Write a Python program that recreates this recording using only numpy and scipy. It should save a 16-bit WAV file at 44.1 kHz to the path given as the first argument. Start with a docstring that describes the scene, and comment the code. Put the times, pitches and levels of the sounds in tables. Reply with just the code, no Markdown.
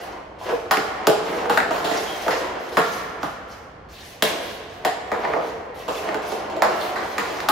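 """Pucks and stick on plastic tiles

A player handles pucks with a stick on plastic tiles in a bare concrete room, over a low ventilation rumble.
Blows are fading sine waves (blade, shaft, tiles, floor) with a snap of noise; rumble and hiss are crowds of
tiny contacts, with a few rubber chirps and one squeak. Echoes and a long bright noise tail stand for the room.
All levels are relative: the mix and the final rounding of peaks scale them again."""
import sys
import numpy as np
from scipy import signal
from scipy.io import wavfile
from scipy.ndimage import uniform_filter1d

SR = 44100
rng = np.random.default_rng(int(sys.argv[2]) if len(sys.argv) > 2 else 0)


def log_audio(samples):
    """Write samples as a 16-bit WAV file to the path given in sys.argv[1]."""
    # one column per channel
    frames = np.atleast_2d(samples).T
    # limit to full scale, then quantise
    limited = np.clip(frames, -1, 1)
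    pcm = np.round(limited * 32767).astype(np.int16)
    wavfile.write(sys.argv[1], SR, pcm)


N = 331191

# every blow of blade, puck and tile: (time [s], blade level [dB], blade pitch [Hz], shaft over blade [dB],
# hard edge level [dB], tile level [dB], tile pitch [Hz], ribs level [dB], ribs pitch [Hz], floor level [dB],
# clack sent to the walls [dB], softness [multiple of the usual contact time])
BLOW_TABLE = [(.41, -43, 1200, 2, -50, -53, 472, -21, 810, -55, -7, 8),
              (0.522, -45, 1200, 0, -42, -2, 476, -9, 796, -52, -34, 16),
              (0.7105, -8.5, 1810, -5.5, -14, -27.5, 439, -14, 787, -39, 4.5, 1),
              (0.771, -13, 2130, -4, -23, -21.5, 457, -24, 694, -28.5, -5.5, 1),
              (1.07, -4.5, 1220, -18, -10.5, -8.5, 452, -11.5, 690, -20.5, 0, 1.5),
              (1.082, -17, 1890, 1, -29, -8.5, 470, -15, 666, -34, -12, 2),
              (1.096, -13, 1400, -8, -35, -12, 466, -10, 646, -34, -14, 3),
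              (1.4563, -16, 1550, -2, -34, -25, 475.7, -19, 704, -37, -8, 3),
              (1.497, -8, 1115, -25, -21, -18.5, 474, -16.5, 830, -28, 5, 1),
              (1.5746, -4, 1370, -23, -19, -25, 376, -17.5, 750, -29.5, 1, .8),
              (1.6032, -9, 1700, -15, -30, -47, 453, -30, 690, -47, -9, 3),
              (1.7086, -14, 1010, -3.5, -28.5, -26, 482, -24, 794, -43, 3.5, 1),
              (1.8432, -30, 1320, -12, -29.5, -28, 438, -23, 698, -35.5, 14, 1),
              (1.9113, -21.5, 1910, -19, -32.5, -21.5, 479, -21, 850, -32.5, 13.5, 2),
              (2.2625, -21.5, 1720, -5, -41, -22.5, 458, -19.5, 680, -32.5, 5, 2),
              (2.2812, -6, 1240, -20, -24, -22, 520, -16, 725, -33, -1, 1.5),
              (2.3063, -21.5, 1830, -12, -30.5, -31, 460, -32, 690, -65, 13.5, 1),
              (2.328, -31, 1344, 0, -32, -28, 480, -16.5, 687, -44, -9, 3),
              (2.7701, -6, 1730, -5.5, -19, -17.5, 467, -12.5, 686, -22.5, 5.5, 2),
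              (2.789, -25, 1500, -4, -23, -24, 506, -23, 665, -37, -11, 3),
              (3.2312, -12.5, 1097, -26, -26.5, -32.5, 538, -22, 785, -29, 2, 1.5),
              (4.2236, -9, 1650, -6.5, -8.5, -21.5, 475, -15.5, 623, -24.5, -1, 1),
              (4.2372, -20, 1310, 1, -20, -21, 459, -15, 644, -36, -11, 1.5),
              (4.8493, -14.5, 1840, -6.5, -18.5, -22, 497, -17, 744, -34.5, 4, 1),
              (5.117, -19, 1710, -1.5, -29, -22.5, 493, -19.5, 677, -36, 3.5, 1),
              (5.2502, -16, 1800, -10, -37, -24, 468, -23.5, 790, -55, -5, 1),
              (5.3361, -17, 1760, -2.5, -35, -19, 456, -19, 695, -42, -1.5, 1),
              (5.36, -30, 1510, 3, -51, -19, 504, -17.5, 714, -34.5, 8, 3),
              (5.8807, -20, 967, -12.5, -32.5, -25, 490, -26, 737, -35, 12, 2),
              (5.903, -20.5, 1170, -15, -44, -27, 554, -35, 844, -45, -16, 1),
              (6.0893, -15.5, 1800, -8, -34, -35, 516, -52, 610, -38, -1.5, 2),
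              (6.1442, -19, 1490, -5, -27, -30, 442, -28, 773, -35, 0, 1),
              (6.3206, -20.5, 1150, -6, -29, -23.5, 444, -24.5, 695, -36, -5, 2),
              (6.4999, -35, 1010, -8, -37, -31.5, 460, -32, 770, -41, 7, 1),
              (6.566, -36, 990, -3, -33, -27, 420, -20, 660, -42, 3.5, 4),
              (6.621, -9, 1706, -2, -17.5, -26, 456, -10.5, 767, -35.5, 2, 1),
              (6.649, -16, 1190, -7, -43, -28, 530, -15, 687, -37, 2, 1.5),
              (6.9584, -25.5, 1920, -6.5, -36, -37, 440, -31, 850, -61, 12.5, 1),
              (7.1813, -11, 1800, -6, -21.5, -26, 476, -26, 778, -33.5, 3.5, 1.5),
              (7.403, -22.5, 1730, -4, -27, -49, 440, -50, 895, -56, 0, 1),
              (7.4872, -2, 1220, -26, -11.5, -23.5, 405, -12, 830, -25, 2.5, 2.5)]


def amp(db):
    """Turn a level in dB into a gain."""
    return 10 ** (np.asarray(db) / 20)


def rms_one(x):
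    """Scale a signal so that its rms (average strength) is 1."""
    return x / np.sqrt(np.mean(x ** 2) + 1e-20)


def at_hz(points, hz):
    """Read all columns of a table at one frequency, in straight lines on a log frequency axis."""
    table_hz, *columns = np.transpose(points)
    return [np.interp(np.log(hz), np.log(table_hz), column) for column in columns]


def bands(x):
    """Cut noise into half-octave bands, each with its centre; neighbours take the rows of x in turn."""
    edges_hz = 25 * 2 ** np.arange(0, 9.6, .5)
    for k, (low, high) in enumerate(zip(edges_hz, edges_hz[1:])):
        band_filter = signal.butter(2, [low, high], "band", fs=SR, output="sos")
        yield np.sqrt(low * high), signal.sosfilt(band_filter, x[k % len(x)])


def spread(mid, side, hz):
    """Make two channels that are as alike as the table says for this frequency."""
    # how alike left and right are: (frequency [Hz], likeness [0-1])
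    likeness = [(60, 0.96), (150, .98), (380, 0.8), (950, 0.3), (2380, 0.25), (5980, 0.12), (15000, 0)]
    alike = np.clip(at_hz(likeness, hz)[0], 0, 1)
    return np.sqrt(1 + alike) * mid + np.sqrt(1 - alike) * side * [[1], [-1]]


def ventilation():
    """Steady low air noise: white noise coloured band by band."""
    # colour of the air noise: (frequency [Hz], level [dB per Hz])
    air_colour = [(15, -43), (25, -15), (59, 4), (185, -4), (294, -6.5), (352, -6.5), (475, -2),
                  (695, -2.5), (3000, -25), (3900, -32), (6600, -120)]
    air_db = -48.5
    white = rng.standard_normal((2, 2, N))
    air = sum(amp(at_hz(air_colour, hz)[0]) * spread(*band, hz) for hz, band in bands(white) if hz < 5000)
    return amp(air_db) * rms_one(air)


def grains(per_s, uneven_db):
    """Two trains of tiny contacts at random moments, with random signs and uneven sizes."""
    sizes = amp(uneven_db * np.minimum(rng.exponential(1, (2, N)), 5))
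    sizes = sizes * rng.choice([-1, 1], (2, N))
    happens = rng.random((2, N)) < per_s / SR
    return sizes * happens + 1e-18


def grit():
    """Sliding catches and lets go: an unsteady gain for rumble and hiss."""
    depth_db, smoothing_s = 3, .02
    wobble = uniform_filter1d(rng.standard_normal(N), size=max(int(smoothing_s * SR), 1))
    return rms_one(amp(depth_db * rms_one(wobble)))


def rolling():
    """A puck rumbles over the tiles: coarse contacts shake them."""
    # colour of the rumble: (frequency [Hz], level [dB per Hz])
    rumble_colour = [(90, -32), (150, -13.5), (260, -4.5), (450, 3), (580, 1.5), (720, 5.5), (1100, -2.5),
                     (1700, -7.5), (2600, -11), (4000, -19.5), (6000, -60)]
    # strength of the rumble over time: (time [s], level [dB])
    roll_level = [(0.0, -31), (.12, -34.5), (.33, -48.5), (.42, -39.5), (.46, -25.5), (.51, -28.5),
                  (.58, -40.5), (.67, -37), (1.0, -31), (1.17, -28), (1.8, -28.5), (1.96, -24.5),
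                  (2.07, -34), (2.24, -37), (2.36, -25.5), (2.59, -36.5), (3.22, -39), (4.1, -83),
                  (4.27, -28), (4.43, -38), (4.7, -51), (4.89, -39), (5.1, -39), (5.17, -27.5),
                  (5.33, -28.5), (5.69, -48.5), (6.07, -27.5), (6.59, -34), (6.66, -25.5), (6.82, -29.5),
                  (6.95, -32), (7.51, -31.5)]
    contacts = grains(1500, uneven_db=2.5)
    rumble = sum(amp(at_hz(rumble_colour, hz)[0]) * band for hz, band in bands(contacts) if 100 < hz < 5000)
    level_db = np.interp(np.arange(N) / SR, *np.transpose(roll_level))
    return amp(level_db) * grit() * rms_one(rumble)


def hiss_gain():
    """Each hiss starts quickly, swells towards its middle and dies away; overlaps add in power."""
    # scrapes of sole and tape on plastic, and the short bright hiss after the hard blow at 4.22 s:
    # (start [s], length [s], level in the middle [dB])
    hiss_table = [(0.0, 0.066, -45), (0.383, 0.06, -48.5), (0.413, 0.15, -42), (0.716, 0.17, -45),
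                  (1.23, 0.21, -42), (1.52, 0.04, -36.5), (1.702, 0.097, -37), (1.842, 0.22, -34.5),
                  (2.078, 0.35, -38), (2.59, 0.16, -46), (2.717, 0.3, -39), (3.207, 0.076, -43),
                  (3.474, 0.085, -48.5), (3.886, 0.27, -44.5), (4.224, 0.06, -28), (4.365, 0.19, -41.5),
                  (4.694, 0.089, -52), (5.07, 0.037, -54), (5.126, 0.31, -51), (5.402, 0.1, -45.5),
                  (5.741, 0.094, -44), (5.886, 0.18, -40.5), (6.215, 0.15, -40), (6.658, 0.21, -42.5),
                  (6.786, 0.1, -36), (6.97, 0.26, -44), (7.194, 0.25, -40)]
    rise_s, arch_db, release_db_per_s = 0.0028, 5, 128
    t = np.arange(0, N, 32) / SR   # a coarse clock is enough for a slow gain
    start_s, length_s, level_db = np.transpose(hiss_table)[:, :, None]
    along = np.clip((t - start_s) / length_s, 0, 1)
    arch = arch_db * (2 * along - 1) ** 2
    release = release_db_per_s * np.clip(t - start_s - length_s, 0, 1)
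    rise = np.clip((t - start_s) / rise_s, 0, 1)
    power = np.sum((rise * amp(level_db - arch - release)) ** 2, axis=0)
    return np.interp(np.arange(N) / SR, t, np.sqrt(power))


def hissing():
    """Scrapes, and the hiss after one hard blow: a crowd of fine grains whose bands each flicker alone."""
    # colour of the hiss: (frequency [Hz], level [dB per Hz])
    hiss_colour = [(800, -42), (1700, 2.5), (3000, 3), (4500, 1.5), (6500, 0.5), (8000, -15), (11000, -11),
                   (16000, -13.5)]
    contacts = grains(5000, uneven_db=3.5)
    hiss = sum(amp(at_hz(hiss_colour, hz)[0]) * grit() * band for hz, band in bands(contacts) if hz > 700)
    return hiss_gain() * rms_one(hiss)


def first_echoes(x):
    """The nearest hard surfaces repeat the sound, each with its own delay."""
    # floor, door wall, ceiling, ceiling again: (delay [s], left level [dB], right level [dB])
    echo_table = [(.0033, -2, -13.5), (0.0102, -23, -33), (.014, -14.5, -14.5), (.028, -6, -32)]
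    out = x.copy()
    for delay_s, left_db, right_db in echo_table:
        lag = round(delay_s * SR)
        out[:, lag:] += amp([[left_db], [right_db]]) * x[:, :-lag]
    return out


def room(x, build_s, count=7):
    """Reflections thicken within milliseconds, then die band by band on two slopes.
    The sound moves from spot to spot on the floor; the spots take turns, each with its own answer."""
    # t60 is the time to fall by 60 dB: (frequency [Hz], t60 of the near walls [s],
    # t60 of the whole space [s], level of the whole space [dB], colour [dB])
    decay_table = [(102, 0.2, 2.4, -7, 4), (268, 0.18, 3.1, -4.5, 2), (704, 0.38, 2.28, -5.5, 2),
                   (1700, 0.39, 2.5, -3, -0.5), (4670, 0.58, 1.63, -6, -6.5), (7600, 0.55, 1.05, -3, -5),
                   (10800, 0.26, 0.64, -6.5, -1), (15600, 0.11, 0.36, -18, -0.5)]
    step_s = .3   # time from one spot to the next
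    t, answers, out = np.arange(3 * SR // 2) / SR, 0, 0
    for hz, band in bands(rng.standard_normal((2, 2, count, 1, len(t)))):
        near_s, far_s, far_db, colour_db = at_hz(decay_table, hz)
        near_power = amp(-120 * t / near_s) / near_s   # 120, as amp of doubled dB gives power
        far_power = amp(2 * far_db - 120 * t / far_s) / far_s
        answers = answers + amp(colour_db) * np.sqrt(near_power + far_power) * spread(*band, hz)
    answers = answers * (1 - np.exp(-t / build_s))
    for k, answer in enumerate(answers):
        away = (np.arange(N) / SR / step_s - k) % count
        here = np.abs(np.sin(np.pi / 2 * np.minimum(away, 2)))   # fade in and out around this spot
        even_answer = answer / np.sqrt(np.sum(answer ** 2) / 2)   # same energy for every spot
        out = out + signal.fftconvolve(here * x[None], even_answer, axes=1)[:, :N]
    return out


def struck(modes, level_db, contact_s, pitch=1, lag_s=0):
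    """A blow sets off fading sine waves (modes), each with its own strength; long contact softens the attack."""
    scatter_db = 1.5   # each blow finds the modes a little differently
    blow_s, softness = np.array(BLOW_TABLE)[:, [0, -1]].T
    t, out = np.arange(SR // 8) / SR, np.zeros(N + SR)
    start = np.round((blow_s + np.clip(lag_s, 0, .02)) * SR).astype(int)
    at = start[:, None] + np.arange(len(t))
    luck = rng.standard_normal((len(blow_s), len(modes)))
    contact = np.maximum(contact_s * softness[:, None], 1e-4)
    for k, (multiple, mode_db, t60) in enumerate(modes):
        shape = amp(-60 * t / t60) * (1 - amp(-60 * t / contact))
        height = amp(level_db + mode_db + scatter_db * luck[:, k])[:, None]
        height = height * (-1) ** k   # neighbouring modes start in opposite directions
        wave = np.sin(2 * np.pi * multiple * np.reshape(pitch, (-1, 1)) * t)
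        np.add.at(out, at, height * shape * wave)
    return out[:N]


def blow_gain(db):
    """A gain that holds from each blow to the next."""
    blow_s = np.array(BLOW_TABLE)[:, 0]
    latest = np.searchsorted(blow_s, np.arange(N) / SR + 1e-4) - 1
    return amp(db)[np.clip(latest, 0, None)]


def tile_thud(tile_db, tile_hz, ribs_db, ribs_hz, floor_db):
    """The ribs, then the whole tile and the floor under it, give way a moment after the clack."""
    # floor under the tiles: (frequency [Hz], level [dB], t60 [s])
    floor_modes = [(162.6, 4.5, 0.022), (292.5, 7, 0.024)]
    # a whole hollow tile: (multiple of the tile pitch, level [dB], t60 [s])
    tile_modes = [(.86, -1.5, 0.023), (1, -0.5, 0.074)]
    # the ribs of the tile: (multiple of the ribs pitch, level [dB], t60 [s])
    rib_modes = [(.82, -0.5, 0.021), (1, 3.5, 0.025), (1.26, -7, 0.05)]
    ribs_lag_s, tile_lag_s = 0.001455, 0.002944
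    thud = struck(floor_modes, floor_db, contact_s=0.012, lag_s=tile_lag_s)
    thud = thud + struck(tile_modes, tile_db, contact_s=0.0093, pitch=tile_hz, lag_s=tile_lag_s)
    return thud + struck(rib_modes, ribs_db, contact_s=0.0095, pitch=ribs_hz, lag_s=ribs_lag_s)


def blows():
    """Blade, shaft, hard edge and thud of each blow, as heard directly and as sent to the walls."""
    # the blade, whose pitch depends on where it is struck and how it is pressed:
    # (multiple of the blade pitch, level [dB], t60 [s])
    blade_modes = [(1, -1, 0.0091), (1.31, 0.5, 0.0046)]
    # the hollow shaft: (multiple of the blade pitch, level [dB], t60 [s])
    shaft_modes = [(.64, 7, 0.0077), (.8, -8, 0.029)]
    # hard rubber against a hard edge: (frequency [Hz], level [dB], t60 [s])
    crack_modes = [(2645, 3.5, 0.0042), (3340, 5.5, 0.0044), (3820, 8, 0.0028), (5085, 6.5, 0.002),
                   (7140, -0.5, 0.0034)]
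    snap_db, snap_growth = -2.5, 1.38   # treble snap of the edge; it grows faster than the crack
    pan_mean_db, pan_scatter_db = -1.5, 3.5   # left over right: each blow falls on its own spot
    thud_follows = 0.23   # share of the clack's send that the thud follows

    (blow_s, blade_db, blade_hz, shaft_db, edge_db, tile_db, tile_hz,
     ribs_db, ribs_hz, floor_db, send_db, _) = np.transpose(BLOW_TABLE)
    blade = struck(blade_modes, blade_db, contact_s=0.0032, pitch=blade_hz)
    shaft = struck(shaft_modes, blade_db + shaft_db, contact_s=0.0037, pitch=blade_hz)
    crack = struck(crack_modes, edge_db, contact_s=0.00036)
    thud = tile_thud(tile_db, tile_hz, ribs_db, ribs_hz, floor_db)

    # the snap is treble noise that swells and fades after a single click
    clicks = np.zeros(N)
    clicks[np.round(blow_s * SR).astype(int)] = amp(snap_db + snap_growth * edge_db)
    fade, swell = (signal.lfilter([1], [1, -amp(-60 / (t60 * SR))], clicks) for t60 in (.02, .005))
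    treble = signal.butter(3, 7000, "high", fs=SR, output="sos")
    snap = (fade - swell) * signal.sosfilt(treble, rng.standard_normal(N))

    pan_db = pan_mean_db + pan_scatter_db * rng.standard_normal(len(blow_s))
    left_right = [blow_gain(pan_db / 2), blow_gain(-pan_db / 2)]
    heard = (blade + shaft + amp(-5.0) * crack + amp(1.2) * thud + snap) * left_right
    clack = amp(0.5) * blade + amp(1.0) * shaft + crack + amp(17) * signal.sosfilt(treble, clicks)
    sent = clack * blow_gain(send_db) + thud * blow_gain(thud_follows * send_db)
    no_bass = signal.butter(3, 130, "high", fs=SR, output="sos")   # small bodies radiate no deep bass
    return signal.sosfilt(no_bass, heard), signal.sosfilt(no_bass, sent)


def chirps():
    """Rubber catches for a moment and chirps: short bell-shaped bursts of tone."""
    # (time of the peak [s], frequency [Hz], level [dB])
    chirp_table = [(1.98, 5700, -36), (5.974, 3460, -39)]
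    half_length_s = 0.0074   # from the peak down to 37 percent
    steps = np.arange(-SR // 25, SR // 25)
    out, t = np.zeros(N), steps / SR
    for peak_s, hz, level_db in chirp_table:
        bell = np.exp(-(t / half_length_s) ** 2)
        out[round(peak_s * SR) + steps] += amp(level_db) * bell * np.sin(2 * np.pi * hz * t)
    return out


def squeak(waver_hz):
    """The rubber sole sticks and slips on plastic: a thin wavering tone."""
    # path of the tone: (time [s], frequency [Hz], level [dB])
    squeak_path = [(2.055, 3240, -40), (2.075, 3234, -35), (2.11, 3220, -35), (2.14, 3400, -51),
                   (2.16, 3150, -56), (2.2, 3040, -54), (2.218, 3150, -47.5)]
    path_s, path_hz, level_db = np.transpose(squeak_path)
    t = np.arange(N) / SR
    waver = waver_hz * rms_one(uniform_filter1d(rng.standard_normal(N), size=200))
    fade = np.clip(np.minimum(t - path_s[0], path_s[-1] - t) / .02, 0, 1)   # 20 ms at both ends
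    gain = amp(np.interp(t, path_s, level_db)) * fade
    return gain * np.sin(2 * np.pi * np.cumsum(np.interp(t, path_s, path_hz) + waver) / SR)


def scene():
    """Mix the direct sounds, the answer of the room and the air."""
    build_s = 0.0014   # reflections thicken
    heard, sent = blows()
    rumble = rolling()
    hiss = hissing() + squeak(waver_hz=88.0)
    direct = first_echoes(heard) + amp(-10.5) * rumble
    direct = direct + first_echoes(amp(-8.5) * np.array([hiss, hiss]))
    tail = room(sent + amp(-6.5) * rumble + amp(-2.5) * hiss, build_s)
    return direct + tail + ventilation() + chirps()


def record(dry):
    """The right microphone is a little louder, peaks are rounded, the top is cut."""
    cutoff_hz = 16800
    loud = dry * amp([[-.4], [.4]])
    rounded = 1.535 * np.tanh(loud / 0.99)
    top_cut = signal.cheby2(12, 70, cutoff_hz, fs=SR, output="sos")   # 70 dB down from the cutoff on
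    return signal.sosfilt(top_cut, rounded)


dry = scene()
out = record(dry)
log_audio(out)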